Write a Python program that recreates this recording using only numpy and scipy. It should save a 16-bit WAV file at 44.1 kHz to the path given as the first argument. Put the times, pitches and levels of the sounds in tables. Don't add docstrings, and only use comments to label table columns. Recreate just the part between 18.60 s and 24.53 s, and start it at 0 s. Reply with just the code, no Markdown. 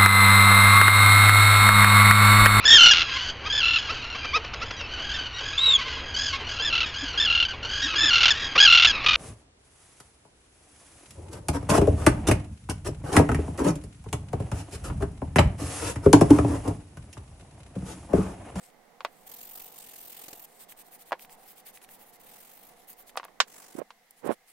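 import sys
import numpy as np
from scipy import signal
from scipy.fft import rfft, irfft, next_fast_len
from scipy.io import wavfile
from scipy.ndimage import uniform_filter1d, minimum_filter1d, map_coordinates

SR = 44100
rng = np.random.default_rng(int(sys.argv[2]) if len(sys.argv) > 2 else 0)


def wav_record(signal):
    frames = np.transpose(np.atleast_2d(signal))
    bounded = np.clip(frames, -1, 1)
    quanta = np.round(bounded * 32767).astype(np.int16)
    wavfile.write(sys.argv[1], SR, quanta)


N = 261323

# f/Hz, density/dB
HARD_HISS = [(60, -23), (150, -15), (1500, -19), (2900, -11.5), (6000, -15.5), (8700, -8), (10900, -14),
             (12300, -4.5), (14200, -1.5), (15700, -8)]
# f/Hz, density/dB
LIGHT_HISS = [(100, -23), (2500, -4), (5900, -7.5), (9000, -1.5), (10500, -5.5), (12800, 2.5), (15700, -1)]
# f/Hz, correlation
ECHO_LIKENESS = [(1150, 0.99), (2300, 0.35), (6000, .05)]


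def amp(db):
    return 10 ** (np.asarray(db) / 20)


def unit(x):
    return x / np.sqrt(np.mean(x ** 2) + 1e-20)


def along(points, hz):
    f, v = np.transpose(points)
    return np.interp(np.log(hz + 1), np.log(f + 1), v)


def curve(rows):
    return np.interp(np.arange(N) / SR, *np.transpose(rows))


def wobble(rate):
    return map_coordinates(rng.standard_normal(int(N * rate / SR) + 4), [np.arange(N) * rate / SR])


def filtered(x, response):
    n = x.shape[-1]
    size = next_fast_len(n + 8192)
    return irfft(rfft(x, size) * response(np.fft.rfftfreq(size, 1 / SR)), size)[..., :n]


def impulse(spectrum, size=4096):
    cepstrum = irfft(np.log(amp(along(spectrum, np.fft.rfftfreq(size, 1 / SR)))))
    cepstrum[1:size // 2] *= 2
    cepstrum[size // 2 + 1:] = 0
    pulse = irfft(np.exp(rfft(cepstrum)))
    return pulse / np.linalg.norm(pulse)


def add(track, s, sound):
    part = track[:, round(s * SR):][:, :sound.shape[-1]]
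    part += sound[..., :part.shape[-1]]


def spread(pair, spectrum, likeness=None):
    # f/Hz, correlation
    usual_likeness = [(700, 0.98), (1400, 0.43), (3100, 0.1), (9000, 0.026)]

    def mid_side(hz):
        angle = np.arccos(np.clip(along(likeness or usual_likeness, hz), -1, 1)) / 2
        return amp(along(spectrum, hz)) * [np.cos(angle), np.sin(angle)]
    mid, side = filtered(pair, mid_side)
    return unit(np.array([mid + side, mid - side]))


def noise(n, spectrum, likeness=None):
    return spread(rng.standard_normal((2, n)), spectrum, likeness)


def room(air_db=-66):
    # t/s, level/dB
    hum_level = [(0, -66), (.7, -61.5), (5.15, -63.5), (5.3, -70)]
    # f/Hz, density/dB
    hum_colour = [(20, 2.5), (45, -26), (80, -17), (130, -12.5), (230, -4), (360, -25), (480, -0.5),
                  (580, -12), (730, 3.5), (930, -6.5), (1150, -9), (1450, -16), (5000, -35)]
    # f/Hz, density/dB
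    air_colour = [(100, -19.5), (800, -19), (2050, 5), (2400, -4.5), (9000, -9.5), (15700, -11)]
    hum = amp(curve(hum_level) + 1.8 * wobble(7.554)) * noise(N, hum_colour)
    return hum + amp(air_db) * noise(N, air_colour)


def hand_on_port(bump_cycles=0.74, rough_db=3, slips_per_s=260, slip_db=6, left_db=-35):
    # t/s, level/dB, f/Hz
    bumps = [(5.154, -27, 300), (5.186, -22, 310), (5.192, -24, 500), (5.2185, -20, 500), (5.648, -26, 397),
             (5.664, -17, 380), (5.677, -20, 650), (5.6945, -11.5, 335), (5.699, -17, 800),
             (5.7084, -12, 550)]
    # t/s, level/dB
    graze = [(5.13, -60), (5.172, -45), (5.19, -37), (5.226, -41), (5.24, -72), (5.605, -74), (5.645, -36),
             (5.705, -24.5), (5.728, -32), (5.76, -73)]
    # f/Hz, density/dB
    skin_colour = [(40, -34), (90, -18), (160, 0.5), (300, 2), (560, 4), (1000, -3), (1800, -12.5),
                   (3000, -25), (9000, -53)]
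    out, t = np.zeros((1, N)), np.arange(SR // 20) / SR - 1 / 40
    for s, db, hz in bumps:
        bump = np.exp(-(t * hz / bump_cycles) ** 2) * np.cos(2 * np.pi * (hz * t + rng.random()))
        add(out, s + t[0], amp(db) * bump)
    slip_rate = slips_per_s * np.exp(.5 * wobble(slips_per_s))
    slips = np.diff(np.floor(np.cumsum(slip_rate) / SR), prepend=0)
    slips *= rng.choice([-1, 1], N) * amp(rough_db * rng.standard_normal(N))
    crunch = amp(slip_db) * unit(slips) + rng.standard_normal(N)
    drag = unit(signal.fftconvolve(crunch, impulse(skin_colour))[:N])
    return amp([[left_db], [0]]) * (out + amp(curve(graze)) * drag)


def knocks(rows, spectrum, ring_db, near_db, near_t60, far_db, far_t60, low_cut_hz, treble_db,
           left_lag_ms=0, left_shade_db=0, thin_hz_per_db=0):
    # f/Hz, level/dB, t60/s
    modes = [(529, -9.5, 0.061), (690, -4.5, 0.029), (960, 1, 0.026), (1106, 5.5, 0.017),
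             (1420, -9.5, 0.036), (1950, -10, 0.055), (2500, -14, 0.055)]
    out, crack = np.zeros((2, N)), impulse(spectrum)
    t = np.arange(len(crack)) / SR
    loudest_db = max(db for _, db, _ in rows)

    def to_ports(hz):
        shelf = along([(1100, 0.032), (1900, 0.98)], hz)
        treble = amp(shelf * np.array([[treble_db - left_shade_db], [treble_db]]))
        return treble * np.exp(1j * np.pi * hz * left_lag_ms / 1000 * np.array([[-1], [1]]))
    for s, db, bright_hz in rows:
        ring = sum(amp(level + rng.normal(0, 1.9) - 60 * t / t60)
                   * np.cos(2 * np.pi * hz * rng.normal(1, 0.013) * t) for hz, level, t60 in modes)
        echo_decay = amp(near_db - 60 * t / near_t60) + amp(far_db - 60 * t / far_t60)
        knock = crack + amp(ring_db) * ring + echo_decay * noise(len(t), spectrum, ECHO_LIKENESS)
        knock = np.pad(knock, ((0, 0), (32, 0)))
        thin_hz = low_cut_hz + thin_hz_per_db * (loudest_db - db)
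        knock = signal.sosfilt(signal.butter(2, min(bright_hz, SR / 3), fs=SR, output="sos"), knock)
        knock = signal.sosfilt(signal.butter(2, thin_hz, "high", fs=SR, output="sos"), knock)
        knock = filtered(knock, to_ports)
        add(out, s - 32 / SR, amp(db) * 8 * knock / np.linalg.norm(knock))
    return out


def tool_put_down():
    # t/s, relative level/dB, low-pass f/Hz
    landing = [(4.8025, -1, 8980)]
    # f/Hz, density/dB
    crack = [(250, -28), (400, -17.5), (510, -2.5), (620, -9), (880, -3), (1100, 3.5), (1290, -8.5),
             (1460, 2), (1950, -2.5), (4500, -5), (7400, -9.5), (9500, -26.5), (15700, -23)]
    return knocks(landing, crack, ring_db=-28.5, near_db=-18.5, near_t60=0.037, far_db=-22,
                  far_t60=0.067, low_cut_hz=404, treble_db=2.5, left_lag_ms=0.091, left_shade_db=1.5)


def nail_clicks():
    # t/s, relative level/dB, low-pass f/Hz
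    clicks = [(0.4066, -28.5, 3300), (0.4492, -15.5, 2900), (2.51, -34, 1300), (2.5206, -14, 1550),
              (2.528, -16.5, 1600), (4.557, -30.5, 1300), (4.573, -18, 3380), (4.5746, -20, 8100),
              (4.5982, -27, 1900), (4.6315, -32.5, 2000), (4.641, -35.5, 5500), (4.652, -34, 2000),
              (4.683, -42.5, 2200), (5.3055, -34.5, 4760)]
    # f/Hz, density/dB
    crack = [(250, -11.5), (520, -1.5), (1080, 1.5), (1310, -6.5), (1500, -3), (4500, -4), (7400, -9.5),
             (9500, -7), (15700, -28)]
    return knocks(clicks, crack, ring_db=-26, near_db=-22, near_t60=0.0337, far_db=-28,
                  far_t60=0.079, low_cut_hz=378, treble_db=-3, thin_hz_per_db=14)


def light_ticks(scatter_db=-21, t60=0.024):
    # t/s, level/dB
    ticks = [(.041, -41), (.102, -40), (2.123, -30.5), (2.5953, -28.5), (2.649, -30.5), (2.696, -34),
             (3.174, -28.5), (3.217, -33.5), (3.247, -34), (3.29, -31), (4.495, -28.5)]
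    # f/Hz, density/dB
    tick_colour = [(200, -9), (1200, -2), (2300, 5), (4000, -4), (7000, -12), (15700, -11)]
    out, pulse = np.zeros((2, N)), impulse(tick_colour)
    t = np.arange(len(pulse)) / SR
    for s, db in ticks:
        scatter = amp(scatter_db - 60 * t / t60) * noise(len(t), tick_colour, ECHO_LIKENESS)
        add(out, s, amp(db) * (pulse + scatter))
    return out


def grit_snaps(t60=0.021):
    # t/s, level/dB
    snaps = [(.4492, -45), (2.5206, -43), (4.33, -44), (4.568, -38.5), (4.648, -40), (5.5082, -43)]
    out, t = np.zeros((2, N)), np.arange(SR // 20) / SR
    for s, db in snaps:
        tick = noise(len(t), [(500, -30), (4000, -6), (9000, 11), (15000, 10)])
        add(out, s, amp(db - 60 * t / t60) * tick)
    return out


def friction(spectrum, grain_db, patchy_db=1.7, grits_per_s=30, grit_db=11):
    grits = (rng.random(N) < grits_per_s / SR) * amp(grit_db + rng.standard_normal(N))
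    contacts = rng.standard_normal((2, N)) * amp(grain_db * wobble(1800))
    bands = signal.stft(contacts + grits, nperseg=256)[2]
    patches = uniform_filter1d(rng.standard_normal(bands.shape[1:]), size=7, axis=0)
    patches = uniform_filter1d(patches, size=18, axis=1)
    hiss = signal.istft(bands * amp(patchy_db * unit(patches)), nperseg=256)[1]
    return spread(hiss[:, :N], spectrum)


def sizzle(hiss, extra_db, edge_hz=12000):
    top = filtered(hiss, lambda hz: 1 / (1 + np.exp((edge_hz - hz) / 400)))
    return hiss + (amp(extra_db) - 1) * top


def scrub(tempo, pressure, spectrum, grain_db, turn_floor, sharpness, lean, uneven_db, fast_sizzle_db):
    done = curve(tempo)
    stroke = done.astype(int)
    moving = (done > 0) & (done < tempo[-1][1])
    speed = np.abs(np.sin(np.pi * (done - stroke) ** lean))
    swing = moving * (turn_floor + speed ** sharpness)
    s, level_db, sizzle_db = np.transpose(pressure)
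    stroke_db = uneven_db * rng.standard_normal(stroke[-1] + 1)[stroke]
    force_db = curve(np.c_[s, level_db]) + stroke_db + wobble(300)
    loudness = amp(force_db) * swing / np.sqrt(np.mean(swing[moving] ** 2))
    top_db = curve(np.c_[s, sizzle_db]) + fast_sizzle_db * (speed - 1)
    return loudness * sizzle(friction(spectrum, grain_db), top_db)


def dust_brush():
    # t/s, strokes done
    tempo = [(4.873, 0), (5.2, 16)]
    # t/s, level/dB, sizzle/dB
    pressure = [(4.87, -56, 0), (4.98, -49.5, 0), (5.15, -55.5, 0), (5.19, -48, 0)]
    # f/Hz, density/dB
    bristle_hiss = [(70, -15), (250, -1), (1900, -3), (4200, -6), (8500, 1.5), (11200, -4.5), (15700, -3.5)]
    return scrub(tempo, pressure, bristle_hiss, grain_db=1, turn_floor=0.32, sharpness=1.4,
                 lean=0.9, uneven_db=0.5, fast_sizzle_db=0.3)


def swishes(sharpness=.9, uneven_db=1.5, fast_sizzle_db=3, overhang_s=.007, ring_db=4.5,
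            ring_width_hz=900):
    # t/s, length/s, level/dB, sizzle/dB
    strokes = [(0, 0.11, -56.5, -12), (0.47, 0.28, -64, -2), (1.843, 0.21, -61.5, -2),
               (1.995, 0.054, -51.5, 0), (2.089, 0.043, -49.5, -1.5), (2.169, 0.057, -52.5, 0),
               (2.245, .055, -59, 1), (2.311, 0.058, -52.5, 1), (2.388, 0.05, -56.5, 0),
               (2.457, 0.052, -54, -2), (2.592, 0.068, -53, 1), (2.699, 0.056, -54.5, -1),
               (2.773, 0.094, -61, -2), (2.856, 0.085, -53.5, 2), (2.958, 0.053, -54, 0),
               (3.055, 0.057, -49.5, 0.5), (3.13, .054, -52.5, -3), (3.218, 0.038, -53, -4),
               (3.284, 0.091, -54, 2), (3.388, 0.06, -55.5, 0), (3.456, 0.051, -57.5, 2),
               (3.529, 0.039, -56, -1), (4.096, 0.048, -59.5, -5), (4.15, 0.11, -60, -6),
               (4.276, 0.065, -53, 4), (4.368, 0.064, -57, 4), (4.467, 0.04, -53.5, -4),
               (5.565, 0.051, -60.5, -8), (5.651, 0.028, -48, -7), (5.706, 0.038, -50, -11),
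               (5.866, 0.064, -57, -7)]
    # t/s, f/Hz
    grip_ring = [(2.1, 8400), (2.35, 9800), (4.3, 10200)]
    t, out = np.arange(N) / SR, np.zeros((2, N))
    hiss = amp(uneven_db * wobble(110)) * friction(LIGHT_HISS, grain_db=2.5)
    for start, length, db, sizzle_db in strokes:
        progress = (t - start + overhang_s) / (length + 2 * overhang_s)
        inside = (progress > 0) & (progress < 1)
        speed = np.sin(np.pi * progress[inside])
        ring_hz = np.interp(start, *np.transpose(grip_ring))
        ring = lambda hz: amp(ring_db * np.exp(-((hz - ring_hz) / ring_width_hz) ** 2))
        top_db = sizzle_db + fast_sizzle_db * (speed - speed.mean())
        stroke = sizzle(filtered(hiss[:, inside], ring), top_db)
        out[:, inside] += amp(db) * unit(speed ** sharpness) * stroke
    return out


def light_buffing():
    # t/s, strokes done
    tempo = [(3.597, 0), (3.632, 1), (3.711, 4), (3.891, 12), (4.105, 23)]
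    # t/s, level/dB, sizzle/dB
    pressure = [(3.6, -57, 3), (3.74, -49.5, -1.5), (3.88, -52.5, 0), (3.98, -55, 4.5), (4.1, -54.5, 2)]
    return scrub(tempo, pressure, LIGHT_HISS, grain_db=-0.3, turn_floor=0.6, sharpness=1.1,
                 lean=0.59, uneven_db=1, fast_sizzle_db=5)


def block_catches(rise_s=.003):
    # t/s, level/dB, finger's body re the scrape/dB
    catches = [(.738, -43.5, -26), (.954, -42.5, -24), (.998, -40.5, -30), (1.637, -44, -11),
               (1.681, -45.5, 3), (1.729, -51, 10), (1.793, -44.5, -18)]
    # f/Hz, density/dB
    finger_colour = [(100, -5), (310, 14.5), (900, 1.5), (3000, -3.5), (8000, 2), (13000, -11)]
    out, t = np.zeros((2, N)), np.arange(SR // 20) / SR
    bite = t / rise_s * np.exp(1 - t / rise_s)
    for s, db, body_db in catches:
        scrape, body = noise(len(t), HARD_HISS), noise(len(t), finger_colour)
        add(out, s, amp(db) * bite * (scrape + amp(body_db) * body))
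    return out


def hard_buffing():
    # t/s, strokes done
    tempo = [(.665, 0), (.804, 6), (.95, 13), (1.076, 19), (1.237, 27), (1.726, 48), (1.859, 54)]
    # t/s, level/dB, sizzle/dB
    pressure = [(.66, -48, 1), (.76, -46.5, 1.5), (.99, -44.5, 3), (1.06, -47.5, 3.5), (1.11, -51.5, -1),
                (1.19, -45, -1), (1.26, -46, -4), (1.47, -46, 2), (1.68, -47, -1), (1.76, -51, 1.5),
                (1.85, -47, 2)]
    return scrub(tempo, pressure, HARD_HISS, grain_db=1.6, turn_floor=0.27, sharpness=0.87,
                 lean=0.78, uneven_db=1.2, fast_sizzle_db=7)


def scene():
    balance = [
        [-.3],
        [.3],
    ]
    scrubbing = hard_buffing() + light_buffing() + dust_brush()
    knocking = nail_clicks() + tool_put_down()
    touches = block_catches() + swishes() + light_ticks() + grit_snaps()
    return (scrubbing + knocking + touches + room()) * amp(balance) + hand_on_port()


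def record(dry, ceiling=.88, top_hz=15850):
    needed = np.minimum(1, ceiling / (np.abs(dry).max(axis=0) + 1e-9))
    gain = uniform_filter1d(minimum_filter1d(needed, size=65), size=65)
    return filtered(dry * gain, lambda hz: 1 / (1 + (hz / top_hz) ** 500))


dry = scene()
out = record(dry)
wav_record(out)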